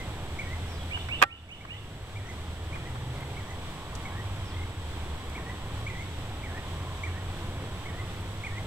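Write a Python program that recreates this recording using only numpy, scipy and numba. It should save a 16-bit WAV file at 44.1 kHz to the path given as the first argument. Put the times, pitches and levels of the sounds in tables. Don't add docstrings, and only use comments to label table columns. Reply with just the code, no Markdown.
import sys
import numpy as np
from scipy import signal
from scipy.fft import rfft, irfft
from scipy.io import wavfile
from scipy.ndimage import uniform_filter1d, minimum_filter1d
from numba import njit

SR = 44100
rng = np.random.default_rng(int(sys.argv[2]) if len(sys.argv) > 2 else 0)


def waveform_to_disk(signal):
    frames = np.transpose(np.atleast_2d(signal))
    scaled = np.clip(frames, -1, 1) * 32767
    samples = np.round(scaled).astype(np.int16)
    wavfile.write(sys.argv[1], SR, samples)


N = 381906
T = np.arange(N) / SR


def undb(db):
    return 10 ** (np.asarray(db) / 20)


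def unit(x):
    return x / np.sqrt(np.mean(x ** 2))


def add(out, start_s, x):
    start = int(round(start_s * SR))
    a, b = max(start, 0), min(start + x.shape[-1], N)
    out[..., a:b] += x[..., a - start:b - start]


def colour(x, points):
    hz, db = np.transpose(points)
    bin_hz = np.maximum(np.arange(N // 2 + 1) * SR / N, 1)
    return irfft(rfft(x) * undb(np.interp(np.log(bin_hz), np.log(hz), db)), N)


def band(x, hz, width_hz, stages=1):
    for _ in range(stages):
        x = signal.lfilter(*signal.iirpeak(hz, hz / width_hz, fs=SR), x)
    return x


def walk(rate_hz, size=N):
    step = int(SR / rate_hz)
    held = np.repeat(rng.standard_normal(size // step + 3), step)
    return unit(uniform_filter1d(uniform_filter1d(held, step), step))[step:step + size]


def slide(x, at, spread):
    return .5 + .5 * np.tanh((x - at) / (2 * spread))


def chirp(times_s, hz, db, flutter_hz, flutter, jitter, rough_db, third_db=-21, fourth_db=-28):
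    t = np.arange(int(times_s[-1] * SR)) / SR
    pitch_hz = np.interp(t, times_s, hz) * (1 + jitter * walk(350, len(t)))
    phase = 2 * np.pi * np.cumsum(pitch_hz) / SR
    tone = np.sin(phase) + undb(third_db) * np.sin(3 * phase) + undb(fourth_db) * np.sin(4 * phase)
    pulse = 1 + flutter * np.cos(2 * np.pi * flutter_hz * (t - times_s[1]))
    level = undb(np.interp(t, times_s, db) + rough_db * walk(224.7, len(t)))
    return np.sqrt(2) * level * pulse * signal.windows.tukey(len(t), .08) * tone


def garden(x, lag_ms, right_db, echo_db, t60_s):
    t = np.arange(SR // 2) / SR
    scatter = rng.standard_normal((2, len(t))) * undb(-60 * t / t60_s) * (t > .012)
    scatter /= np.sqrt(np.sum(scatter ** 2, axis=1, keepdims=True))
    direct = np.array([np.interp(T - lag_ms / 1000, T, x), x * undb(right_db)])
    return direct + undb(echo_db) * signal.fftconvolve(x[None], scatter, axes=1)[:, :N]


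def bee_eater(call_s=.17, pip_s=.0161, bounce_s=.019, bounce_db=-15):
    # start in seconds, pip in Hz, closing note in Hz, pip in dB, closing note in dB.
    calls = [(-.135, 2380, 2100, -36, -40.5), (.382, 2350, 2120, -31, -40), (1.603, 2305, 2050, -36, -44),
             (2.153, 2385, 2060, -36.5, -43), (2.723, 2423, 2030, -32.5, -45),
             (3.361, 2300, 2015, -38, -47), (4.046, 2283, 1925, -36.5, -43),
             (5.345, 2350, 1987, -33.5, -43), (5.861, 2380, 2207, -30, -38.5),
             (6.426, 2275, 1910, -34, -43), (7.030, 2370, 1904, -33, -47),
             (7.851, 2240, 2056, -35.5, -43.5), (8.432, 2420, 2054, -29, -42)]
    # start in seconds, first and last pitch in Hz, length in seconds, closing level in dB.
    overtones_and_trills = [(1.487, 5900, 6280, 0.048, -51), (2.265, 5900, 6200, .05, -54),
                            (3.152, 2080, 2070, 0.088, -49), (3.476, 5840, 6250, .05, -56),
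                            (4.514, 1900, 2120, 0.129, -45)]
    out = np.zeros(N)
    for start_s, pip_hz, end_hz, pip_db, end_db in calls:
        dip_hz, dip_db = .87 * end_hz, end_db - 8.5
        # time in seconds, pitch in Hz, level in dB.
        pip = [(0, .8 * pip_hz, pip_db - 14), (pip_s / 2, .94 * pip_hz, pip_db - 9),
               (pip_s, pip_hz, pip_db), (.026, pip_hz, pip_db - 17)]
        sag = [(.044, .47 * (pip_hz + dip_hz), pip_db - 8.5), (.058, 1.04 * dip_hz, dip_db - 9),
               (.526 * call_s, dip_hz, dip_db)]
        lift = [(.68 * call_s, .49 * (dip_hz + end_hz), dip_db), (.91 * call_s, end_hz, end_db),
                (call_s, end_hz, end_db - 9)]
        contour = np.transpose(pip + sag + lift)
        add(out, start_s, chirp(*contour, flutter_hz=70, flutter=.4, jitter=.02, rough_db=2.5))
    for start_s, first_hz, last_hz, length_s, db in overtones_and_trills:
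        contour = np.transpose([(0, first_hz, db - 4), (.008, first_hz, db - 7),
                                (length_s / 2, last_hz, db - 9), (length_s, last_hz, db)])
        add(out, start_s, chirp(*contour, flutter_hz=42, flutter=.91, jitter=.013, rough_db=-2))
    bounce = undb(bounce_db) * np.interp(T - bounce_s, T, out)
    return garden(out + bounce, lag_ms=.065, right_db=-2.5, echo_db=-8.5, t60_s=.45)


def traffic(rumble_db=-43, roar_db=-38.5, right_lead_ms=.093):
    # frequency in Hz, relative density in dB.
    roar_spectrum = [(15, 17), (30, 9.5), (55, 15), (90, 13.5), (160, 10), (235, 3), (300, 4), (600, -0.5),
                     (800, 0.5), (1200, -5), (1500, -7), (2200, -9.5), (3300, -14), (4500, -32)]
    # closest approach in seconds, half length in seconds, tyre level in dB.
    passes = [(4.0, 0.51, -50), (5.502, 0.44, -51), (6.9, 0.21, -49), (8.2, 1, -55)]
    rumble = unit(band(rng.standard_normal(N), hz=88, width_hz=36.5, stages=2))
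    rumble *= undb(rumble_db - 1.9 * walk(3.1))
    roar = unit(colour(rng.standard_normal(N), roar_spectrum)) * undb(roar_db + .72 * walk(7.1))
    pass_power = sum(undb(db) ** 2 / (1 + ((T - at_s) / half_s) ** 2) ** 2
                     for at_s, half_s, db in passes)
    tyres = unit(band(rng.standard_normal(N), hz=1060, width_hz=220, stages=2)) * np.sqrt(pass_power)
    road = engines() + rumble + roar + tyres
    return np.array([road, np.interp(T + right_lead_ms / 1000, T, road)])


def air(hiss_db=-47, waver_db=.7):
    # frequency in Hz, relative density in dB.
    spectrum = [(100, 6), (400, -4.5), (1200, -1), (2000, -2), (2700, -3), (3300, 3), (3900, -2),
                (4600, -8.5), (6500, -12), (8000, -11), (10000, -17.5), (12500, -19.5), (15700, -27)]
    return unit(colour(rng.standard_normal((2, N)), spectrum)) * undb(hiss_db - waver_db * walk(16))


def camera_whine(hz=7867.1, frame_hz=29.97, left_db=-62, right_db=-66):
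    return np.sqrt(2) * np.sin(2 * np.pi * hz * (T % (1 / frame_hz))) * undb([[left_db], [right_db]])


def engines(rough=.34, fade_s=.24):
    # start and length in seconds, first and last pitch in Hz, level in dB.
    glides = [(0.351, 1.3, 84, 80.9, -40), (1.501, 0.99, 102, 100.8, -39), (2.199, 0.84, 78, 83.9, -38),
              (2.7, 0.75, 118, 134.5, -39), (4.001, 1.45, 111, 62.26, -39.5),
              (6.352, 2.54, 81, 105.5, -39.5)]
    out = np.zeros(N)
    for start_s, length_s, first_hz, last_hz, db in glides:
        t = np.arange(int(length_s * SR)) / SR
        hz = first_hz * (last_hz / first_hz) ** (t / length_s)
        phase = 2 * np.pi * np.cumsum(hz) / SR
        drone = (1 + rough * walk(45.2, len(t))) * np.sin(phase)
        drone += rough * walk(44.5, len(t)) * np.cos(phase)
        fade = np.minimum(np.minimum(t, length_s - t) / fade_s, 1)
        add(out, start_s, undb(db) * unit(drone) * fade)
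    return out


def falling_whistles(high_hz=5600, middle_hz=4880, low_hz=3280, before_drop_db=-8.5):
    # start and length in seconds, level after the drop in dB.
    whistles = [(0.683, .155, -51), (4.446, .11, -51)]
    out, progress = np.zeros(N), np.linspace(0, 1, 41)
    step, drop = slide(progress, at=.28, spread=.0407), slide(progress, at=.62, spread=.0407)
    hz = high_hz + (middle_hz - high_hz) * step + (low_hz - middle_hz) * drop
    voice = dict(flutter_hz=110, flutter=.6, jitter=.022, rough_db=3)
    for start_s, length_s, db in whistles:
        add(out, start_s, chirp(progress * length_s, hz, db + before_drop_db * (1 - drop), **voice))
    return garden(out, lag_ms=-.04, right_db=0, echo_db=-1.5, t60_s=.5)


def rising_whistles(length_s=.095, low_hz=2200, high_hz=2980, flick_s=.04, flick_top_hz=3550):
    # start in seconds, whistle peak in dB, flick peak in dB.
    whistles = [(.900, -32.5, -45), (1.088, -31.5, -46), (1.283, -30.5, -47), (1.479, -33.5, -51),
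                (1.674, -33, -50)]
    peak_s, attack_db_per_s, fade_db_per_s = .046, 310, 380
    out, progress = np.zeros(N), np.linspace(0, 1, 41)
    t, arch = progress * length_s, (2 * progress - 1) ** 2
    hz = low_hz + (high_hz - low_hz) * slide(t, at=.03, spread=.00665)
    swell_db = np.minimum(attack_db_per_s * (t - peak_s), fade_db_per_s * (peak_s - t))
    flick_hz = flick_top_hz * (1 - .06 * arch)
    voice = dict(flutter_hz=90, flutter=.25, jitter=.018, rough_db=2, third_db=-38, fourth_db=-45)
    for start_s, db, flick_db in whistles:
        add(out, start_s, chirp(t, hz, db + swell_db, **voice))
        flick = chirp(progress * flick_s, flick_hz, flick_db - 9 * arch, **voice)
        add(out, start_s + length_s - flick_s / 10, flick)
    return garden(out, lag_ms=.2, right_db=2, echo_db=-5.5, t60_s=.63)


def ticks(width_ratio=1.03):
    # start in seconds, level in dB, centre in Hz, time to peak in seconds.
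    bursts = [(.972, -32, 1090, .0023), (1.085, -32.5, 1270, 0.0027), (1.650, -31, 950, 0.0026),
              (2.753, -36.5, 913, 0.0051), (2.955, -38, 891, .003), (3.208, -48, 12000, .0006),
              (3.950, -43, 5670, .004), (5.298, -48, 7020, .001), (8.207, -53, 12000, .002)]
    out, t = np.zeros((2, N)), np.arange(SR // 10) / SR
    for start_s, db, hz, rise_s in bursts:
        width_hz = min(width_ratio * hz, SR / 4)
        noise = band(rng.standard_normal((2, len(t))), hz, width_hz, stages=2)
        add(out, start_s, undb(db) * unit(noise) * t / rise_s * np.exp(1 - t / rise_s))
    return out


def knock(left_db=-2, left_phase_rad=1.3, build_s=.00061, rattle_db=-16, rattle_s=.0032, crack_s=.00084):
    # start in seconds, thump gain in dB, crack level in dB.
    contacts = [(1.2171, 1.5, -43), (1.2234, -0.5, -19), (1.2253, 13, -11.5), (1.2321, -12, -21),
                (1.2348, 8, -19), (1.2372, 3, -35)]
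    # frequency in Hz, t60 in seconds, relative level in dB.
    body_modes = [(300, 0.03, -19), (575, 0.068, -20.5), (806, 0.042, -13.5), (1013, 0.017, -9.5),
                  (1165, 0.017, -3), (1513, 0.04, -12), (1940, 0.014, -34), (2460, 0.0082, -3.5),
                  (3140, 0.0097, -31), (3140, 0.02, -17), (5850, 0.0047, -25)]
    # frequency in Hz, t60 in seconds, level in dB.
    metal_modes = [(1352, .43, -24), (1845, .35, -29.5)]
    out, t = np.zeros((2, N)), np.arange(SR // 2) / SR
    phase = np.array([[left_phase_rad], [0]])
    body, metal = (
        sum(undb(db - 60 * t / t60_s) * np.sin(2 * np.pi * hz * t + phase) for hz, t60_s, db in modes)
        for modes in (body_modes, metal_modes))
    push = 1 - np.exp(-t / build_s)
    for start_s, thump_db, crack_db in contacts:
        rattle_noise, crack_noise = rng.standard_normal((2, 2, len(t)))
        rattle_noise = band(band(rattle_noise, hz=2070, width_hz=1200), hz=1660, width_hz=1800)
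        rattle = undb(rattle_db) * unit(rattle_noise) * np.exp(-t / rattle_s)
        crack = unit(band(crack_noise, hz=7100, width_hz=4700)) * np.exp(-t / crack_s)
        add(out, start_s, undb(thump_db) * push * (body / 2 + rattle) + undb(crack_db) * crack)
    hardest_s = max(contacts, key=lambda contact: contact[1])[0]
    add(out, hardest_s, push * metal)
    return out * undb([[left_db], [0]])


def scene():
    birds = bee_eater() + rising_whistles() + falling_whistles()
    return birds + knock() + ticks() + traffic() + air() + camera_whine()


@njit
def follow(x, attack, release):
    envelope, level = np.empty(len(x)), 0.
    for i in range(len(x)):
        level += (x[i] - level) * (attack if x[i] > level else release)
        envelope[i] = level
    return envelope


def gain_control(x, threshold_db=-21, range_db=16, attack_s=.035, hold_s=.088, release_s=.5):
    peak_db = 20 * np.log10(np.abs(x).max(axis=0) + 1e-9)
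    over_db = np.clip(peak_db - threshold_db, 0, range_db)
    half_hold = int(hold_s * SR / 2)
    held_db = -minimum_filter1d(-over_db, 2 * half_hold + 1, origin=half_hold)
    return x * undb(-follow(held_db, 1 / (attack_s * SR), 1 / (release_s * SR)))


def record(dry, top_hz=15800):
    # frequency in Hz, right port's excess over the left in dB.
    right_bias = [(80, .5), (400, .6), (1000, 1), (1700, 2.5), (2650, 4.5), (3500, 1), (4500, -.7),
                  (12000, -.5)]
    ports = np.array([colour(channel, [(hz, side * db / 2) for hz, db in right_bias])
                      for channel, side in zip(dry, (-1, 1))])
    clipped = np.clip(gain_control(ports), -1, 1)
    return signal.sosfilt(signal.ellip(10, .2, 70, top_hz, fs=SR, output="sos"), clipped)


dry = scene()
out = record(dry)
waveform_to_disk(out)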